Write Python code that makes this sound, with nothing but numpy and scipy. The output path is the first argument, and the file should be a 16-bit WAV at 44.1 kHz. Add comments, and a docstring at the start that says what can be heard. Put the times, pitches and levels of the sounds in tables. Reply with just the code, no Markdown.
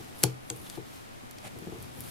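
"""Knitting loom, close up

A small, quiet room, the microphone close to a plastic loom. A metal hook lifts yarn loops over the
pegs, snapping off them and ticking against them; the hollow ring knocks and booms under the hands.
Yarn hisses as it rubs over pegs and fingers, and the hook scrapes once along a groove."""
import sys
import numpy as np
from scipy import signal
from scipy.fft import rfft, irfft, next_fast_len
from scipy.io import wavfile
from scipy.ndimage import map_coordinates

SR = 44100
rng = np.random.default_rng(int(sys.argv[2]) if len(sys.argv) > 2 else 0)


def persist_wave(psi):
    """Save psi, clipped to +-1, as 16-bit WAV."""
    counts = np.round(np.clip(psi, -1, 1) * 32767).astype(np.int16)
    wavfile.write(sys.argv[1], SR, np.atleast_2d(counts).T)


N = 92610  # 2.1 s


def amp(db):
    """Decibels to gain."""
    return 10 ** (np.asarray(db) / 20)


def unit_rms(x):
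    """Scale to rms 1."""
    return x / np.sqrt(np.mean(x ** 2) + 1e-20)


def along(points, hz):
    """Read (f/Hz, value) points on a log frequency axis."""
    freqs, values = np.transpose(points)
    return np.interp(np.log(hz + 1), np.log(np.abs(freqs) + 1), values)


def curve(points):
    """Join (t/s, value) points sample by sample, holding the end values."""
    return np.interp(np.arange(N) / SR, *np.transpose(points))


def wobble(per_s):
    """A smooth random curve with per_s knots a second."""
    return map_coordinates(rng.standard_normal(N), [np.arange(N) * per_s / SR], mode="wrap")


def filtered(x, response):
    """Shape x by a response given as a function of frequency."""
    n = x.shape[-1]
    padded = next_fast_len(2 * n)
    return irfft(rfft(x, padded) * response(np.fft.rfftfreq(padded, 1 / SR)), padded)[..., :n]


def pan(db):
    """Gains that put the left channel db above the right."""
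    return amp(np.array([[db], [-db]]) / 2)


def add(track, start_s, sound):
    """Mix a sound in at start_s."""
    part = track[:, max(0, round(start_s * SR)):][:, :sound.shape[-1]]
    part += sound[..., :part.shape[1]]


def noise(colour, alike):
    """Stereo noise of rms 1, from colour (f/Hz, level/dB) and alike (f/Hz, left-right correlation)."""
    def mid_side_gains(hz):
        angle = np.arccos(np.clip(along(alike, hz), -1, 1)) / 2
        return amp(along(colour, hz)) * [np.cos(angle), np.sin(angle)]
    mid, side = filtered(rng.standard_normal((2, N)), mid_side_gains)
    return unit_rms(np.array([mid + side, mid - side]))


# room tone at the microphone: f/Hz, level/dB
ROOM_COLOUR = [(25, -2), (55, -10), (110, 2.5), (170, -8.5), (250, 3), (400, -6), (800, -5.5),
               (1700, -12.5), (3500, -19), (7000, -25), (12000, -33.5), (15500, -28.5)]
# its likeness across the stereo pair: f/Hz, correlation
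ROOM_ALIKE = [(60, -0.36), (240, -0.81), (950, -0.87), (3770, -0.17), (15000, -0.42)]
def room_tone():
    """The small room's steady, low background noise."""
    return amp(-48) * noise(ROOM_COLOUR, ROOM_ALIKE) * pan(db=1.3)


def fibre_friction(colour, alike):
    """Fibres catch and slip, giving their hiss a fine grain."""
    flutter_db = 2 * wobble(per_s=700)
    return unit_rms(amp(flutter_db) * noise(colour, alike))


# yarn sliding over the pegs, close up: t/s, level/dB
SLIDE_LEVEL = [(0, -53), (.13, -56.5), (.18, -53.5), (.24, -46), (.32, -58), (.42, -76), (.48, -59),
               (.56, -57), (.75, -53.5), (.81, -59.5), (.95, -52.5), (1.1, -61), (1.35, -60.5), (1.45, -60),
               (1.55, -57.5), (1.76, -56), (1.85, -52.5), (1.91, -58), (1.99, -53), (2.1, -49)]
# its spectrum: f/Hz, level/dB
SLIDE_COLOUR = [(300, -4), (1000, 3), (2000, -2), (3500, 0.5), (6000, -2.5), (9000, -3.5), (12000, -2),
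                (15500, -5)]
def yarn_slide():
    """Yarn rubs on the plastic with a broad, grainy hiss."""
    hiss = fibre_friction(SLIDE_COLOUR, alike=[(1000, 0.19), (10000, 0.28)])
    return amp(0.5 + curve(SLIDE_LEVEL)) * hiss * pan(db=1.5)


# hands on the ring, just left of centre: t/s, level/dB
HAND_LEVEL = [(0, -55), (.2, -50.5), (.42, -61.5), (.6, -52.5), (.72, -54), (.9, -57), (1.15, -55),
              (1.3, -58), (1.5, -50.5), (1.6, -52.5), (1.78, -50), (1.92, -50.5), (2.0, -50), (2.1, -55.5)]
# their spectrum: f/Hz, level/dB
HAND_COLOUR = [(30, -26), (70, -2), (120, 1.5), (200, -1), (270, -6), (350, -4.5), (550, -13), (800, -17),
               (1400, -24), (4000, -49)]
def hand_rumble():
    """Fingers shift on the ring with an uneven low rumble."""
    level_db = curve(HAND_LEVEL) + 2.3 * wobble(per_s=35)
    return amp(level_db) * noise(HAND_COLOUR, alike=[(100, 0), (800, 0)]) * pan(db=2)


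# decay of the small room: f/Hz, t60/s
ROOM_DECAY = [(150, 0.16), (1000, 0.22), (5000, 0.17), (14000, 0.095)]
def in_room(sound, wet_db):
    """The direct sound reaches the microphone with a short tail from the walls."""
    hz, t, spectra = signal.stft(rng.standard_normal((2, SR // 3)), SR, nperseg=256)
    tail = signal.istft(spectra * amp(-60 * t / along(ROOM_DECAY, hz)[:, None]), SR)[1]
    tail /= np.linalg.norm(tail[0])
    heard = amp(wet_db) * signal.fftconvolve(sound.mean(0)[None], tail, axes=1)
    add(heard, 0, sound)
    return heard


# knocks on the ring, left of the microphone:
# t/s, boom level/dB, dull above f/Hz, thin below f/Hz, share of free decay, thud level/dB, thud f/Hz
RING_KNOCKS = [(.001, -33.5, 900, 80, 0.52, -39, 418), (0.2333, -24, 1400, 60, 0.083, -22, 336),
               (0.2394, -14.5, 1000, 70, 0.84, -21.5, 430), (0.5061, -28.5, 775, 133, 0.79, -33.5, 437),
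               (0.7742, -25.5, 780, 173, 0.73, -32, 444), (1.235, -42.5, 300, 130, 0.5, -39, 244),
               (1.562, -33.5, 363, 95, 1, -45, 130), (1.6202, -32, 370, 190, 0.54, -36, 192),
               (1.672, -27, 520, 199, 0.48, -28.5, 213), (1.694, -30, 338, 166, 0.35, -40, 168),
               (1.7225, -28, 756, 280, 0.51, -40, 332), (1.756, -32, 700, 230, 0.5, -33.5, 312),
               (1.779, -35.5, 300, 80, 0.6, -49, 130), (1.820, -38.5, 340, 90, 0.74, -43, 152),
               (1.9862, -31.5, 333, 79, 0.24, -36.5, 96), (2.007, -45, 250, 60, 0.33, -37, 94)]
# modes of the free ring: f/Hz, level/dB, t60/s
RING_MODES = [(85, -3, 0.08), (127.7, 1, 0.36), (173.5, -14, 0.28), (223, -13.5, 0.075), (321.7, -4, 0.21),
              (382.8, -4.5, .17), (424.6, -11.5, 0.36), (461.4, -5, 0.2), (486, -10.5, 0.19),
              (537, -13.5, 0.06), (738, -0.5, 0.038), (859, -9.5, 0.09), (937, -6.5, 0.065),
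              (1202, -13, 0.071)]
BOOM_GAIN_DB, KNOCK_ATTACK_S = -10, 0.00017
THUD_CYCLES = 4.9  # swings in which a thud falls 60 dB
GRIP_SAG = 0.046  # share by which a full grip lowers the ring's pitches
def ring_knocks():
    """The hollow ring thuds and booms; soft contacts are dull, a firm grip shortens and lowers the boom."""
    out, t = np.zeros((2, N)), np.arange(SR // 2) / SR
    hz, db, t60 = np.transpose(RING_MODES)[:, :, None]
    sign = (-1) ** np.arange(len(RING_MODES))[:, None]  # neighbouring modes swing against each other
    radiation = signal.butter(2, 75, "high", fs=SR, output="sos")
    attack = 1 - np.exp(-t / KNOCK_ATTACK_S)
    for start_s, boom_db, dull_hz, thin_hz, decay_share, thud_db, thud_hz in RING_KNOCKS:
        excitation = 1 / np.sqrt((1 + (hz / dull_hz) ** 4) * (1 + (thin_hz / hz) ** 4))
        phase = rng.normal(0, 0.92, hz.shape)
        held_hz = hz * (1 - GRIP_SAG * (1 - decay_share))
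        envelopes = amp(BOOM_GAIN_DB + boom_db + db - 60 * t / (t60 * decay_share))
        boom = (sign * excitation * envelopes * np.cos(2 * np.pi * held_hz * t + phase)).sum(0)
        thud = amp(thud_db - 60 * t * thud_hz / THUD_CYCLES) * np.sin(2 * np.pi * thud_hz * t)
        knock = signal.sosfilt(radiation, (boom + thud) * attack)
        add(out, start_s, in_room(pan(db=7.5) * knock, wet_db=-7.5))
    return out


# taut yarn drawn across hook and fingertips: t/s, level/dB
TAUT_LEVEL = [(.12, -78), (.19, -48.5), (.25, -63), (.33, -70), (.45, -63), (.50, -58), (.64, -54),
              (.77, -57.5), (.81, -85), (1.72, -81), (1.83, -57), (1.90, -73), (1.98, -53), (2.1, -49.5)]
# its spectrum: f/Hz, level/dB
TAUT_COLOUR = [(6000, -28), (8500, -4), (10200, 1), (11800, -1.5), (13000, 0), (14000, -5), (15500, -10)]
def taut_yarn():
    """Yarn under tension slips faster and hisses high above the rest."""
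    return amp(curve(TAUT_LEVEL)) * fibre_friction(TAUT_COLOUR, alike=[(10000, 0.32)])


# hook on peg, close to the microphone:
# t/s, level/dB, brightest f/Hz, colour width/octaves, left over right/dB, left lead/ms
HOOK_CONTACTS = [(0.2318, -21, 10000, 1.1, 2, 0), (0.233, -13, 8000, 9.5, -4, 0),
                 (0.2366, 0, 7700, 2.28, 4.5, 0.022), (0.501, -3.5, 7260, 0.21, 4.5, -0.037),
                 (0.5011, -13, 5800, 0.21, 5, 0), (0.5016, -13.5, 2900, 0.3, -4, 0.085),
                 (0.562, -31.5, 10940, 0.84, 1, 0), (0.5705, -33, 13000, 0.74, 3, 0),
                 (0.699, -25.5, 4950, 1.5, 10, 0), (0.7551, -28.5, 2900, 1.2, 2, 0),
                 (1.3107, -31, 11900, 2, -6, 0), (1.385, -29, 3860, 1.26, 2, 0),
                 (1.4767, -37, 7000, 1, 1, 0), (1.588, -32.5, 14000, 1.06, -4, -0.02),
                 (1.8261, -30, 13000, 1.1, .5, 0), (2.0060, -16.5, 13800, 0.49, 7.5, 0),
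                 (2.0104, -27, 11900, 0.37, 4, 0)]
# modes of hook and peg: f/Hz, level/dB, t60/s
PEG_MODES = [(1426, -7, 0.025), (2340, -14, 0.012), (3230, -9.5, 0.026), (3410, -8, 0.014),
             (4290, -7, 0.025), (4690, -7, 0.021), (5430, -5, 0.0081), (6610, -7, 0.014), (7700, -4, 0.017),
             (8240, -2.5, 0.0061), (9130, 0.5, 0.0061), (10120, 3.5, 0.0059), (11130, -2, 0.015),
             (13400, 0, 0.0051), (14300, -35, 0.0061)]
CRACK_DB, CRACK_T60_S = -0.5, 0.01
CLICK_GAIN_DB, COLOUR_DEPTH_DB = -6, 20.5
def hook_clicks():
    """Each contact cracks and rings hook and peg; where it lands decides which pitches stand out."""
    out, t = np.zeros((2, N)), np.arange(SR // 20) / SR
    hz, db, t60 = np.transpose(PEG_MODES)[:, :, None]
    for start_s, level_db, bright_hz, width_octaves, pan_db, lead_ms in HOOK_CONTACTS:
        modes = amp(db - 60 * t / t60) * np.sin(2 * np.pi * (hz * t + rng.random(hz.shape)))
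        ringing = modes.sum(0) / np.linalg.norm(amp(db))
        crack = amp(CRACK_DB - 60 * t / CRACK_T60_S) * rng.standard_normal(len(t))
        lead_s = np.array([[lead_ms], [-lead_ms]]) / 2000  # half to each channel

        def colour_and_lead(f):
            bell = np.exp(-0.5 * (np.log2((f + 1) / bright_hz) / width_octaves) ** 2)
            return amp(COLOUR_DEPTH_DB * (bell - 1)) * np.exp(2j * np.pi * f * lead_s)
        click = amp(CLICK_GAIN_DB + level_db) * filtered(ringing + crack, colour_and_lead)
        add(out, start_s, in_room(pan(pan_db) * click, wet_db=-11))
    return out


# a loop squeezed up a peg: t/s, level/dB
RASP_LEVEL = [(.61, -87), (.645, -61), (.668, -50.5), (.685, -67), (.75, -58), (.79, -79)]
# its spectrum: f/Hz, level/dB
RASP_COLOUR = [(1000, -18), (2600, -9), (3500, 2), (4600, -15), (7000, -13), (12000, -29)]
def loop_rasp():
    """A tight loop rasps softly as it is drawn up its peg."""
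    return amp(curve(RASP_LEVEL)) * fibre_friction(RASP_COLOUR, alike=[(1000, 0.67)])


# hook in a groove, centred on the microphone: t/s, level/dB
GROOVE_LEVEL = [(1.40, -59), (1.43, -54.5), (1.45, -44.5), (1.478, -45.5), (1.49, -55.5), (1.52, -59)]
# its spectrum: f/Hz, level/dB
GROOVE_COLOUR = [(300, -4), (550, 2.5), (740, 9), (1000, -2), (1700, -2), (2300, 3), (3500, -5),
                 (6000, -10), (9500, -6.5), (15000, -14)]
def groove_scrape():
    """The hook's tip stutters once along a peg's groove, rising out of a faint, constant hiss."""
    stutter_db = 0.59 * wobble(per_s=500)
    slips = unit_rms(amp(stutter_db) * noise(GROOVE_COLOUR, alike=[(1000, 0.18)]))
    return amp(curve(GROOVE_LEVEL)) * slips


def scene():
    """Close work on the loom over the room tone."""
    contacts = hook_clicks() + ring_knocks()
    rubbing = yarn_slide() + taut_yarn() + loop_rasp() + hand_rumble() + groove_scrape()
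    return contacts + rubbing + room_tone()


# microphone response: f/Hz, level/dB
MIC_RESPONSE = [(20, 1.5), (100, 1), (12000, 0.5), (15000, -5.5), (16300, -16)]
BAND_LIMIT_HZ = 16300
def record(dry):
    """The microphone dulls the very top and passes nothing above its band limit."""
    return filtered(dry, lambda hz: amp(along(MIC_RESPONSE, hz)) * (hz < BAND_LIMIT_HZ))


dry = scene()
out = record(dry)
persist_wave(out)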